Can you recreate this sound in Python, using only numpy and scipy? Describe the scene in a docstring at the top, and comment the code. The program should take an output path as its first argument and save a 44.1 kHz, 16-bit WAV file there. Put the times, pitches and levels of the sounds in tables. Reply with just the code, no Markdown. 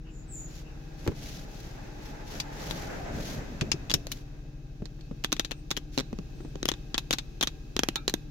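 """Idling car with creaking plastic

The cabin of an idling car: rumble, air hiss and a four-cylinder hum made of crankshaft orders.
Coloured noise and a blurred tread tone pass outside as another car overtakes; a low rumble swells once.
Swelling friction noise makes soft rubbing, and gliding narrow noise makes thin squeaks.
Close by, hard plastic clicks and creaks in bursts of filtered noise over a ringing panel;
dull knocks are damped sines, and a springy part twangs a few times."""
import sys
import numpy as np
from scipy import signal
from scipy.fft import rfft, irfft, next_fast_len
from scipy.io import wavfile
from scipy.ndimage import uniform_filter1d

SR = 44100
rng = np.random.default_rng(int(sys.argv[2]) if len(sys.argv) > 2 else 0)


def log_audio(samples):
    """Write samples as a 16-bit WAV file to the path given in sys.argv[1]."""
    # one column per channel
    frames = np.atleast_2d(samples).T
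    # limit to full scale, then quantise
    limited = np.clip(frames, -1, 1)
    pcm = np.round(limited * 32767).astype(np.int16)
    wavfile.write(sys.argv[1], SR, pcm)


N = 366030
TIME = np.arange(N) / SR


def from_db(db):
    """Decibels to gain."""
    return 10 ** (np.asarray(db) / 20)


def rms_one(x):
    """Scale to rms 1."""
    return x / np.sqrt(np.mean(x ** 2) + 1e-20)


def hit_one(x):
    """Scale a short sound to the energy of 10 ms at rms 1."""
    return rms_one(x) * np.sqrt(.01 * SR / x.shape[-1])


def in_time(rows):
    """Each column of a curve, interpolated at every sample."""
    s, *columns = np.transpose(rows)
    return [np.interp(TIME, s, c) for c in columns]


def pan(db):
    """Left and right gains of constant total power; positive dB favours the left."""
    gains = from_db(np.array([[db], [-db]]) / 2)
    return rms_one(gains)


def drift(rate):
    """Slow random sway with spread 1; a higher rate in Hz sways faster."""
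    step = 40  # samples between the computed points
    r = np.exp(-2 * step * np.pi * rate / SR)
    noise = rng.standard_normal(N // step + 2002)
    slow = signal.lfilter([1], [1, -2 * r, r * r], noise)[2000:]  # skip the filter's start
    return np.interp(np.arange(N) / step, np.arange(len(slow)), rms_one(slow))


def pair(alike, size):
    """Left and right white noise with a given correlation."""
    mid, side = rng.standard_normal((2, size))
    alike = np.clip(alike, -1, 1)
    return np.sqrt(1 + alike) * mid + np.sqrt(1 - alike) * side * [[1], [-1]]


def butter(x, order, hz, kind="low"):
    """Butterworth low- or high-pass."""
    return signal.sosfilt(signal.butter(order, hz, kind, fs=SR, output="sos"), x)


def colour(x, spectrum):
    """Causal (minimum-phase) filter with the given spectrum, falling steeply beyond its ends."""
    size = next_fast_len(x.shape[-1] + 2048, real=True)
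    octave = np.log2(np.maximum(np.fft.rfftfreq(size, 1 / SR), 5))
    hz, db = np.transpose(spectrum)
    beyond = np.abs(octave - np.clip(octave, np.log2(hz[0]), np.log2(hz[-1])))
    gain = from_db(np.interp(octave, np.log2(hz), db) - np.minimum(30 * beyond, 50))
    # folding the cepstrum forward in time gives the minimum phase
    cepstrum = irfft(np.log(gain), size)
    cepstrum[1:size // 2] *= 2
    cepstrum[size // 2 + 1:] = 0
    return irfft(rfft(x, size) * np.exp(rfft(cepstrum)), size)[..., :x.shape[-1]]


def resonate(x, hz, width_hz):
    """One resonance with gain 1 on top."""
    r = np.exp(-np.pi * width_hz / SR)
    zeros = np.array([1, 0, -1]) * (1 - r * r) / 2
    poles = [1, -2 * r * np.cos(2 * np.pi * hz / SR), r * r]
    return signal.lfilter(zeros, poles, x)


def dying(t, t60):
    """Envelope that loses 60 dB in t60 seconds."""
    return np.exp(-np.log(1000) * t / t60)


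def swell(start_s, length_s, steepness):
    """An arch of height 1: a movement speeds up and slows down again."""
    along = (TIME - start_s) / length_s
    inside = (along > 0) & (along < 1)
    out = np.zeros(N)
    out[inside] = np.sin(np.pi * along[inside]) ** steepness
    return out


def blurred_tone(hz, blur_hz, alike):
    """Narrow noise that follows a pitch curve: an airy, unsteady tone of rms 1."""
    size = len(hz)
    blur = butter(pair(alike, size) + 1j * pair(alike, size), 2, blur_hz)
    carrier = np.exp(2j * np.pi * np.cumsum(hz) / SR)
    return rms_one((blur * carrier).real)


def add(out, s, sound):
    """Mix a short stereo sound in at time s."""
    i = int(s * SR)
    out[:, i:i + sound.shape[-1]] += sound[:, :N - i]


# Resonances of the cabin and its vents. Each row: pitch in Hz, width in Hz, level in dB.
CABIN_RESONANCES = [(789, 27, 9.5), (1255, 66, -14), (1615, 36, 7), (2573, 87, 11), (3780, 190, -4)]


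def with_cabin_modes(x):
    """The cabin lifts a few narrow bands of the sound in it."""
    return x + sum(from_db(db) * resonate(x, hz, width_hz) for hz, width_hz, db in CABIN_RESONANCES)


# Colour of ventilation and body rumble. Each row: frequency in Hz, relative density in dB per Hz.
CABIN_SPECTRUM = [(30, -19), (52, 1), (85, -4.5), (140, -3.5), (210, -9), (330, -8), (550, -23),
                  (950, -32.5), (1600, -33), (2100, -35.5), (2600, -36.5), (3300, -34.5), (6400, -34.5),
                  (8500, -52.5), (14000, -46.5)]
# Its course. Each row: time in seconds, level in dB, share of air hiss in dB before colouring.
CABIN_COURSE = [(0, -51.5, -0.5), (.4, -47.5, -0.5), (1, -50, 6), (3.5, -44.5, 5.5), (4.6, -52, 1.5),
                (5.2, -50.5, 3.5), (5.8, -48.5, 0.5), (6.4, -45.5, 1.5), (7.2, -49, 4.5), (8.3, -48.5, 1.5)]


def cabin(split_hz=450, bass_alike=0.79, hiss_alike=0.039):
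    """Rumble reaches both sides much alike; the air hiss above it is diffuse."""
    level_db, hiss_db = in_time(CABIN_COURSE)
    rumble = butter(pair(bass_alike, N), 2, split_hz)
    hiss = butter(pair(hiss_alike, N), 2, split_hz, "high")
    air = with_cabin_modes(rumble + hiss * from_db(hiss_db))
    return from_db(level_db) * rms_one(colour(air, CABIN_SPECTRUM)) * pan(.8)


# Idling speed. Each row: time in seconds, crankshaft turns per second.
IDLE_SPEED = [(0, 13.2), (2.5, 12.17), (3.5, 11.5), (4.5, 12.4), (5.5, 12.47), (6.5, 12.5), (8.3, 12.34)]
# Partials of the hum. Each row: multiple of the crankshaft rate, mean level in dB rms.
CRANKSHAFT_ORDERS = [(2, -49), (3, -46), (4, -57.5), (4.5, -57.5), (5.5, -57), (6, -71), (9, -57.5),
                     (10.5, -52.5), (12, -52), (13.5, -67.5), (19, -69.5), (24, -57.5), (36, -68),
                     (48, -74.5)]


def engine(waver_db=.5, wander=0.0013):
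    """Orders of the idling crankshaft; the higher ones sway more in strength."""
    turns = np.cumsum(in_time(IDLE_SPEED)[0] * (1 + wander * drift(1.76))) / SR
    out = np.zeros(N)
    for order, db in CRANKSHAFT_ORDERS:
        half_orders = np.round(2 * order)  # a four-stroke cycle lasts two turns
        sway_db = waver_db * np.log2(order) * drift(1.3)
        phase = 2 * np.pi * rng.random()
        out += from_db(db + sway_db) * np.sin(np.pi * half_orders * turns + phase)
    return np.sqrt(2) * out * pan(2.2)


# Colour of the tyre roar. Each row: frequency in Hz, relative density in dB per Hz.
TYRE_SPECTRUM = [(250, -8), (400, 0.5), (600, -1), (880, -4.5), (1150, -8.5), (1600, -5), (2300, -11.5),
                 (4000, -27), (7000, -23), (9000, -42)]
# Colour of the low rumble. Each row: frequency in Hz, relative density in dB per Hz.
LOW_RUMBLE_SPECTRUM = [(25, -2.5), (45, -3.5), (80, -5), (150, -0.5), (260, -5.5), (400, -15.5),
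                       (650, -13.5), (1200, -54.5)]
# Pitch of the tread hum. Each row: time in seconds, pitch in Hz.
TREAD_PITCH = [(1.0, 790), (1.9, 821), (2.75, 865), (2.95, 772), (3.2, 660), (3.5, 590)]
# the other car overtakes at a steady speed; its rumble comes from REAR_M behind the tyre roar
PASS_S, SPEED_M_PER_S, DISTANCE_M, REAR_M = 3.04, 8.45, 3, 1.1
# levels at the closest point, before flutter and shading
TYRE_DB, TREAD_DB, PASS_RUMBLE_DB = -41.5, -47.5, -37
# extra loss for each metre that the car is ahead
TYRE_SHADE_DB_PER_M, TREAD_SHADE_DB_PER_M, RUMBLE_SHADE_DB_PER_M = 1, 4, 0.14
# further back than this the car is screened, with a loss for each metre more
OPEN_ROAD_M, TYRE_BEHIND_DB_PER_M, TREAD_BEHIND_DB_PER_M = 17.6, .45, 1.6


def passing_car(flutter_db=1.6, tread_blur_hz=42, rumble_falloff=1.7, surge_db=3.5):
    """Tyre roar and tread hum follow 1 / distance with shading; the rumble is strong only alongside."""
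    ahead_m = SPEED_M_PER_S * (TIME - PASS_S)
    gone_m = np.maximum(ahead_m, 0)
    behind_m = np.maximum(-ahead_m - OPEN_ROAD_M, 0)
    near, rear_near = DISTANCE_M / np.hypot(DISTANCE_M, [ahead_m, ahead_m - REAR_M])

    tyre_db = TYRE_DB - TYRE_SHADE_DB_PER_M * gone_m - TYRE_BEHIND_DB_PER_M * behind_m
    tyre_db = tyre_db + flutter_db * drift(8.7)
    tyres = near * from_db(tyre_db) * rms_one(colour(pair(0.013, N), TYRE_SPECTRUM))

    tread_db = TREAD_DB - TREAD_SHADE_DB_PER_M * gone_m - TREAD_BEHIND_DB_PER_M * behind_m
    tread = near * from_db(tread_db) * blurred_tone(in_time(TREAD_PITCH)[0], tread_blur_hz, 0.076)

    rumble_db = PASS_RUMBLE_DB - RUMBLE_SHADE_DB_PER_M * gone_m + surge_db * drift(9.6)
    rumble = rms_one(colour(pair(0.91, N), LOW_RUMBLE_SPECTRUM))
    rumble = rear_near ** rumble_falloff * from_db(rumble_db) * rumble
    return (tyres + tread) * pan(0.26) + rumble * pan(.8)


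# a low rumble swells around the first knocks
SHUDDER_S, SHUDDER_LENGTH_S, SHUDDER_DB = 0.92, 0.76, -46


def shudder(steepness=0.56):
    """Low noise, nearly alike on both sides, swells and fades once."""
    rumble = rms_one(colour(pair(0.83, N), LOW_RUMBLE_SPECTRUM))
    return from_db(SHUDDER_DB) * swell(SHUDDER_S, SHUDDER_LENGTH_S, steepness) * rumble


# Colour of the friction. Each row: frequency in Hz, relative density in dB per Hz.
RUB_SPECTRUM = [(700, -21.5), (1500, -1.5), (2500, 0.5), (4000, 2.5), (6400, 2), (8500, -14), (12000, -7.5),
                (15500, -13.5)]
# Rubbing strokes. Each row: start in seconds, length in seconds, peak level in dB before flutter.
RUB_STROKES = [(0.465, 0.18, -52), (0.957, 0.19, -55), (1.132, 0.34, -47), (1.457, 0.33, -54),
               (1.995, 0.14, -53), (2.248, 0.2, -47), (2.506, 0.39, -44.5), (2.78, 0.31, -55.5),
               (3.103, 0.33, -46), (4.069, 0.17, -55.5), (5.915, 0.072, -53.5)]
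# between strokes a light contact stays
CONTACT_FROM_S, CONTACT_TO_S, CONTACT_DB = 0.58, 3.8, -65.5


def rubbing(grains_per_s=500, grain_db=-9, spread_db=-1.5, flutter_db=2.0,
            steepness=0.85, contact_steepness=0.49):
    """Soft friction: a smooth hiss with tiny catches in it, swelling with each stroke."""
    catch_gain = from_db(spread_db * np.minimum(rng.exponential(1, N), 4))
    catches = (rng.random(N) < grains_per_s / SR) * catch_gain
    friction = pair(0.017, N) + from_db(grain_db) * rms_one(catches * pair(0.14, N))
    contact_arch = swell(CONTACT_FROM_S, CONTACT_TO_S - CONTACT_FROM_S, contact_steepness)
    contact = from_db(CONTACT_DB) * contact_arch
    strokes = sum(from_db(db) * swell(s, length, steepness) for s, length, db in RUB_STROKES)
    level = np.hypot(contact, strokes) * from_db(flutter_db * drift(57))
    return level * rms_one(colour(friction, RUB_SPECTRUM)) * pan(0.9)


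# Thin squeaks. Each row: start in seconds, length in seconds, start pitch in Hz, end pitch in Hz,
# blur in Hz, level in dB.
SQUEAK_GLIDES = [(0.032, .11, 2950, 2710, 170, -60), (0.075, 0.21, 7260, 7000, 240, -59),
                 (0.266, 0.19, 8350, 7000, 227, -44), (0.307, 0.21, 7500, 6920, 170, -45),
                 (.38, 0.27, 7000, 6940, 220, -59), (0.624, 0.12, 2700, 2720, 150, -60),
                 (4.963, 0.15, 4400, 4360, 80, -70), (5.5, 0.15, 8600, 8490, 35.3, -72),
                 (6.3, 0.27, 8350, 8130, 70, -72)]


def squeaks(octave_db=-25):
    """Each squeak swells and fades while its pitch slides and settles; a faint octave rides on it."""
    out = np.zeros((2, N))
    for s, length, start_hz, end_hz, blur_hz, db in SQUEAK_GLIDES:
        along = np.linspace(0, 1, int(length * SR))
        hz = end_hz + (start_hz - end_hz) * (1 - along) ** 2.5
        octave = blurred_tone(2 * hz, 2 * blur_hz, 0.24)
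        tone = blurred_tone(hz, blur_hz, 0.16) + from_db(octave_db) * octave
        add(out, s, from_db(db) * np.sin(np.pi * along) ** 2 * tone * pan(1.0))
    return out


# Plucks of a springy part. Each row: start in seconds, level in dB.
PLUCKS = [(5.5186, -49), (7.1855, -55), (7.956, -30.5)]
# Modes of the spring. Each row: pitch in Hz, relative level in dB, t60 in seconds.
SPRING_MODES = [(867, -7.5, 0.1), (1340, -9.5, 0.2), (1420, -28, 0.16), (1610, -17, 0.17), (2380, -14, 0.2),
                (2630, -12, 0.11), (3500, 1, 0.049), (3750, 2, 0.087), (4150, -14, 0.13), (7200, -17, 0.07)]


def twangs(blur_hz=60):
    """A springy part, plucked near some clicks, rings with a buzz that blurs its modes."""
    out, t = np.zeros((2, N)), np.arange(SR // 3) / SR
    for s, level_db in PLUCKS:
        ring = sum(from_db(db) * dying(t, t60) * blurred_tone(np.full(len(t), hz), blur_hz, 0.13)
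                   for hz, db, t60 in SPRING_MODES)
        add(out, s, from_db(level_db) * ring)
    return out


# Dull knocks. Each row: start in seconds, level of the swing in dB rms over 10 ms, pitch in Hz.
KNOCK_HITS = [(1.0652, -31, 356), (1.076, -29, 478), (1.079, -25, 103), (1.082, -34.5, 574),
              (1.093, -31, 124), (1.118, -41.5, 405), (3.618, -25, 150), (3.742, -31, 140),
              (3.947, -29, 149), (4.119, -39, 116), (4.821, -32.5, 173), (4.992, -41.5, 153),
              (5.112, -34, 200), (6.129, -33, 226), (6.188, -34, 183), (6.405, -40.5, 325),
              (6.449, -38, 282), (6.554, -38.5, 149)]
# the cabin's boom against the blow at a usual strength, and its growth per dB of a heavier blow
BOOM_DB, USUAL_KNOCK_DB, BOOM_GROWTH = -2, -26, 0.27
# the trim's second mode, and the tick, which is louder on stiffer, higher spots
OVERTONE_RATIO, OVERTONE_DB = 2.35, -14
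TICK_DB, TICK_AT_HZ, TICK_DB_PER_OCTAVE = -21.5, 150, 9


def knocks(ring_t60=0.041, boom_t60=0.087, tick_t60=0.035, overtone_t60=0.027):
    """A soft blow: a damped swing of the trim with one overtone, a brief cabin boom and a faint tick."""
    out, t = np.zeros((2, N)), np.arange(8000) / SR
    # frequency in Hz, relative density in dB per Hz
    boom_spectrum = [(70, -6.0), (150, 0), (380, 0.5), (800, -24.5)]
    tick_spectrum = [(400, 6.0), (1500, -5.0), (6500, -19.5), (15000, -52)]
    for s, db, hz in KNOCK_HITS:
        boom_db = BOOM_DB + BOOM_GROWTH * (db - USUAL_KNOCK_DB)
        tick_db = TICK_DB + TICK_DB_PER_OCTAVE * np.log2(hz / TICK_AT_HZ)
        overtone = np.sin(2 * np.pi * OVERTONE_RATIO * hz * t) * dying(t, overtone_t60)
        main = np.sin(2 * np.pi * hz * t) * dying(t, ring_t60)
        swing = hit_one(main + from_db(OVERTONE_DB) * overtone)
        boom = hit_one(colour(pair(0.15, len(t)) * dying(t, boom_t60), boom_spectrum))
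        tick = hit_one(colour(pair(0.09, len(t)) * dying(t, tick_t60), tick_spectrum))
        blow = swing + from_db(boom_db) * boom + from_db(tick_db) * tick
        add(out, s, from_db(db) * blow * pan(1.0))
    return out


# Modes of the panel behind the clicks. Each row: pitch in Hz, mean level in dB, t60 in seconds.
PANEL_MODES = [(198, -18, 0.16), (265, 2, 0.024), (344, 2, 0.031), (492, 1.5, 0.017), (725, -9, 0.0027)]


def panel_thump(t, detune=0.083, spread_db=5.0, right_lag=0.00035, lowest_hz=170):
    """The panel's modes vary at every touch, radiate no deep bass and reach the left side first."""
    late = np.maximum(t - np.array([[0], [right_lag]]), 0)
    swing = 0
    for hz, db, t60 in PANEL_MODES:
        gain = from_db(db + rng.normal(0, spread_db, (2, 1)))
        touched_hz = hz * np.exp(detune * rng.normal())
        swing = swing - gain * dying(late, t60) * np.sin(2 * np.pi * touched_hz * late)
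    return hit_one(butter(swing, 2, lowest_hz, "high"))


# Plastic clicks, and the bright ticks that sound with the knocks at 6.129, 6.188 and 6.556 s. Each row: start
# in seconds, # then snap, panel thump and fizz in dB rms over 10 ms, ring pitch in Hz, left-right balance in
# dB, # lead-in slip in dB against the snap or None.
PLASTIC_CLICKS = [(1.0761, -39.5, -36, -47, 2190, 0, None), (2.4004, -28, -53, -46, 4720, 4.5, None),
                  (2.7101, -34, -35.5, -46, 3820, 11, None), (3.6108, -29.5, -45, -50, 2520, 2, None),
                  (3.7166, -20.5, -37, -45, 5300, 5.5, None), (3.9044, -30, -40, -51, 3400, 1, -2.5),
                  (3.9143, -28.5, -37, -46, 4780, 4, None), (3.9397, -18.5, -31.5, -29, 5400, 3.5, None),
                  (4.0691, -41.5, -42, -48, 4300, 3, None), (4.117, -33, -56, -35, 3920, 4.5, None),
                  (4.856, -43.5, -49, -67.5, 4180, -15, None), (5.0096, -54, -62, -71, 4400, -2, None),
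                  (5.2457, -26, -30, -40.5, 3360, 1, -9), (5.327, -24.5, -27, -36, 3820, 1, -7),
                  (5.366, -42, -46, -62, 3470, 6, None), (5.396, -24, -30, -37.5, 3650, 3, None),
                  (5.4478, -33.5, -44, -52, 3860, 5, None), (5.517, -34, -37.5, -52, 2700, 9, -2.5),
                  (5.7128, -27, -32.5, -37.5, 3620, 0.5, -6.5), (5.7738, -32, -35, -45, 3170, 4.5, -1),
                  (6.1294, -54, -37, -70, 2560, -19, None), (6.1878, -49.5, -37.5, -70, 2760, -12, None),
                  (6.556, -47.5, -37, -75, 3140, -30, None), (6.6294, -33, -30, -52, 3800, 4, None),
                  (6.6552, -30, -30, -38, 3450, 3, None), (6.6879, -23, -30.5, -34.5, 3240, 6, -18),
                  (6.7164, -32, -32.5, -52, 3700, 1, None), (6.7381, -41.5, -51, -74, 3570, -1, None),
                  (6.944, -27, -34, -57, 3300, 6.5, None), (6.9796, -24.5, -38, -36, 3830, 1, None),
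                  (7.1083, -25, -30.5, -35.5, 3430, 1, None), (7.1353, -26, -32, -38.5, 4030, 4, 0.5),
                  (7.1848, -30.5, -43.5, -48, 3600, .5, None), (7.4103, -25.5, -34.5, -42, 3630, 0, None),
                  (7.434, -28.5, -33, -38, 3280, 1, 5.5), (7.4722, -27.5, -39.5, -45, 3700, -0.5, None),
                  (7.7654, -28.5, -29, -44, 3650, 0.5, None), (7.792, -25, -27, -38, 3320, -2.5, None),
                  (7.8342, -26.5, -25.5, -36, 2340, -1, None), (7.8868, -28, -25.5, -39, 2820, 1.5, None),
                  (7.9577, -28.5, -37, -39, 4030, -2.5, None), (8.0792, -23.5, -28, -39, 4000, -5, None),
                  (8.0966, -34, -42, -43, 4100, 2, None), (8.1394, -27.5, -26, -35.5, 3620, -4, None)]
# the lead-in slip comes just before its click and hardly moves the panel
LEAD_S, LEAD_THUMP_DB = .0068, -13.5
# one creak: a quick, weakening run of slips; the levels are those of the first
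CREAK_S, CREAK_STEP_S, CREAK_LOSS_DB = 5.9773, .0074, 2
CREAK_SNAP_DB, CREAK_THUMP_DB, CREAK_FIZZ_DB, CREAK_HZ, CREAK_SIDE_DB = -28.5, -27, -49, 3930, -5


def slips(count=5):
    """Yield every slip of the plastic: the creak's weakening run, then each click after any lead-in."""
    for k in range(count):
        loss_db = k * CREAK_LOSS_DB
        yield (CREAK_S + k * CREAK_STEP_S, CREAK_SNAP_DB - loss_db, CREAK_THUMP_DB - loss_db,
               CREAK_FIZZ_DB - loss_db, CREAK_HZ, CREAK_SIDE_DB)
    for s, snap_db, thump_db, fizz_db, hz, side_db, lead_db in PLASTIC_CLICKS:
        if lead_db is not None:
            lead_snap_db = snap_db + lead_db
            yield s - LEAD_S, lead_snap_db, lead_snap_db + LEAD_THUMP_DB, fizz_db + lead_db, hz, side_db
        yield s, snap_db, thump_db, fizz_db, hz, side_db


# Colour of the bright snap. Each row: frequency in Hz, relative density in dB per Hz.
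SNAP_SPECTRUM = [(1500, -24.5), (2100, -6.5), (2600, -2.5), (3700, -2.5), (5000, -4.5), (6600, -3.5),
                 (8200, -15.5)]
# Colour of the hollow clack. Each row: frequency in Hz, relative density in dB per Hz.
CLACK_SPECTRUM = [(500, -8), (800, 1), (1200, 0.5), (1900, 1), (2700, -10)]
# Colour of the airy fizz. Each row: frequency in Hz, relative density in dB per Hz.
FIZZ_SPECTRUM = [(6500, 6), (8000, -22), (9500, -5), (12000, 1.5), (14000, -2.5), (16500, -14.5)]
# the clack's level follows snap and thump, and is louder on low-pitched spots
USUAL_HZ = 3340
CLACK_DB, CLACK_THUMP_SHARE, CLACK_DB_PER_OCTAVE = -5.5, 0.19, -7.5
# scatter against crack; it grows as a slip glances off (much snap, little thump)
SCATTER_DB, SCATTER_GROWTH = -8.5, 0.77
# the narrow side modes of a clicking spot stay weak, so that it sounds dry
SIDE_MODES_DB = -2


def clicks(crack_t60=0.0078, tail_t60=0.05, cabin_t60=0.37, cabin_db=-24, ring_db=8.5,
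           ring_width_hz=330, fizz_tail_db=-4, grain_db=1.0, overtone_width_hz=110):
    """Each slip is a sharp crack, a scatter of near reflections and a thump of the panel."""
    out, t = np.zeros((2, N)), np.arange(6000) / SR

    def burst(tail_db):
        """Crack, an uneven scatter of reflections and small after-slips, and the short cabin tail."""
        grain = rms_one(uniform_filter1d(rng.standard_normal(len(t)), size=70))
        unevenness = from_db(grain_db * grain)
        crack = hit_one(pair(0.045, len(t)) * dying(t, crack_t60))
        near = hit_one(pair(0, len(t)) * unevenness * dying(t, tail_t60))
        tail = hit_one(with_cabin_modes(pair(0, len(t))) * dying(t, cabin_t60))
        return crack + from_db(tail_db) * near + from_db(cabin_db) * tail

    for s, snap_db, thump_db, fizz_db, hz, side_db in slips():
        glance_db = snap_db - thump_db
        tail_db = SCATTER_DB + SCATTER_GROWTH * glance_db
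        clack_db = snap_db + CLACK_DB - CLACK_THUMP_SHARE * glance_db
        clack_db += CLACK_DB_PER_OCTAVE * np.log2(hz / USUAL_HZ)
        hit = burst(tail_db)
        # each spot has a main pitch of its own and a few weaker, narrower modes
        main = from_db(ring_db) * resonate(hit, hz, ring_width_hz)
        side_modes = sum(resonate(hit, mode_hz, overtone_width_hz)
                         for mode_hz in rng.uniform(2297, 6470, size=4))
        snap = colour(hit + main + from_db(SIDE_MODES_DB) * side_modes, SNAP_SPECTRUM)
        clack = colour(burst(tail_db), CLACK_SPECTRUM)
        fizz = colour(burst(tail_db + fizz_tail_db), FIZZ_SPECTRUM)
        bright = from_db(snap_db) * hit_one(snap) + from_db(clack_db) * hit_one(clack)
        bright = bright + from_db(fizz_db) * hit_one(fizz)
        add(out, s, bright * pan(side_db) + from_db(thump_db) * panel_thump(t) * pan(7.1))
    return out


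def scene():
    """Everything heard from the front seats."""
    background = cabin() + engine() + passing_car() + shudder()
    return background + rubbing() + squeaks() + twangs() + knocks() + clicks()


def record(dry, cutoff_hz=16300):
    """The sharpest peaks are rounded and the top is cut steeply."""
    rounded = .9 * np.tanh(dry / .9)
    return signal.sosfilt(signal.ellip(10, .1, 80, cutoff_hz, fs=SR, output="sos"), rounded)


dry = scene()
out = record(dry)
log_audio(out)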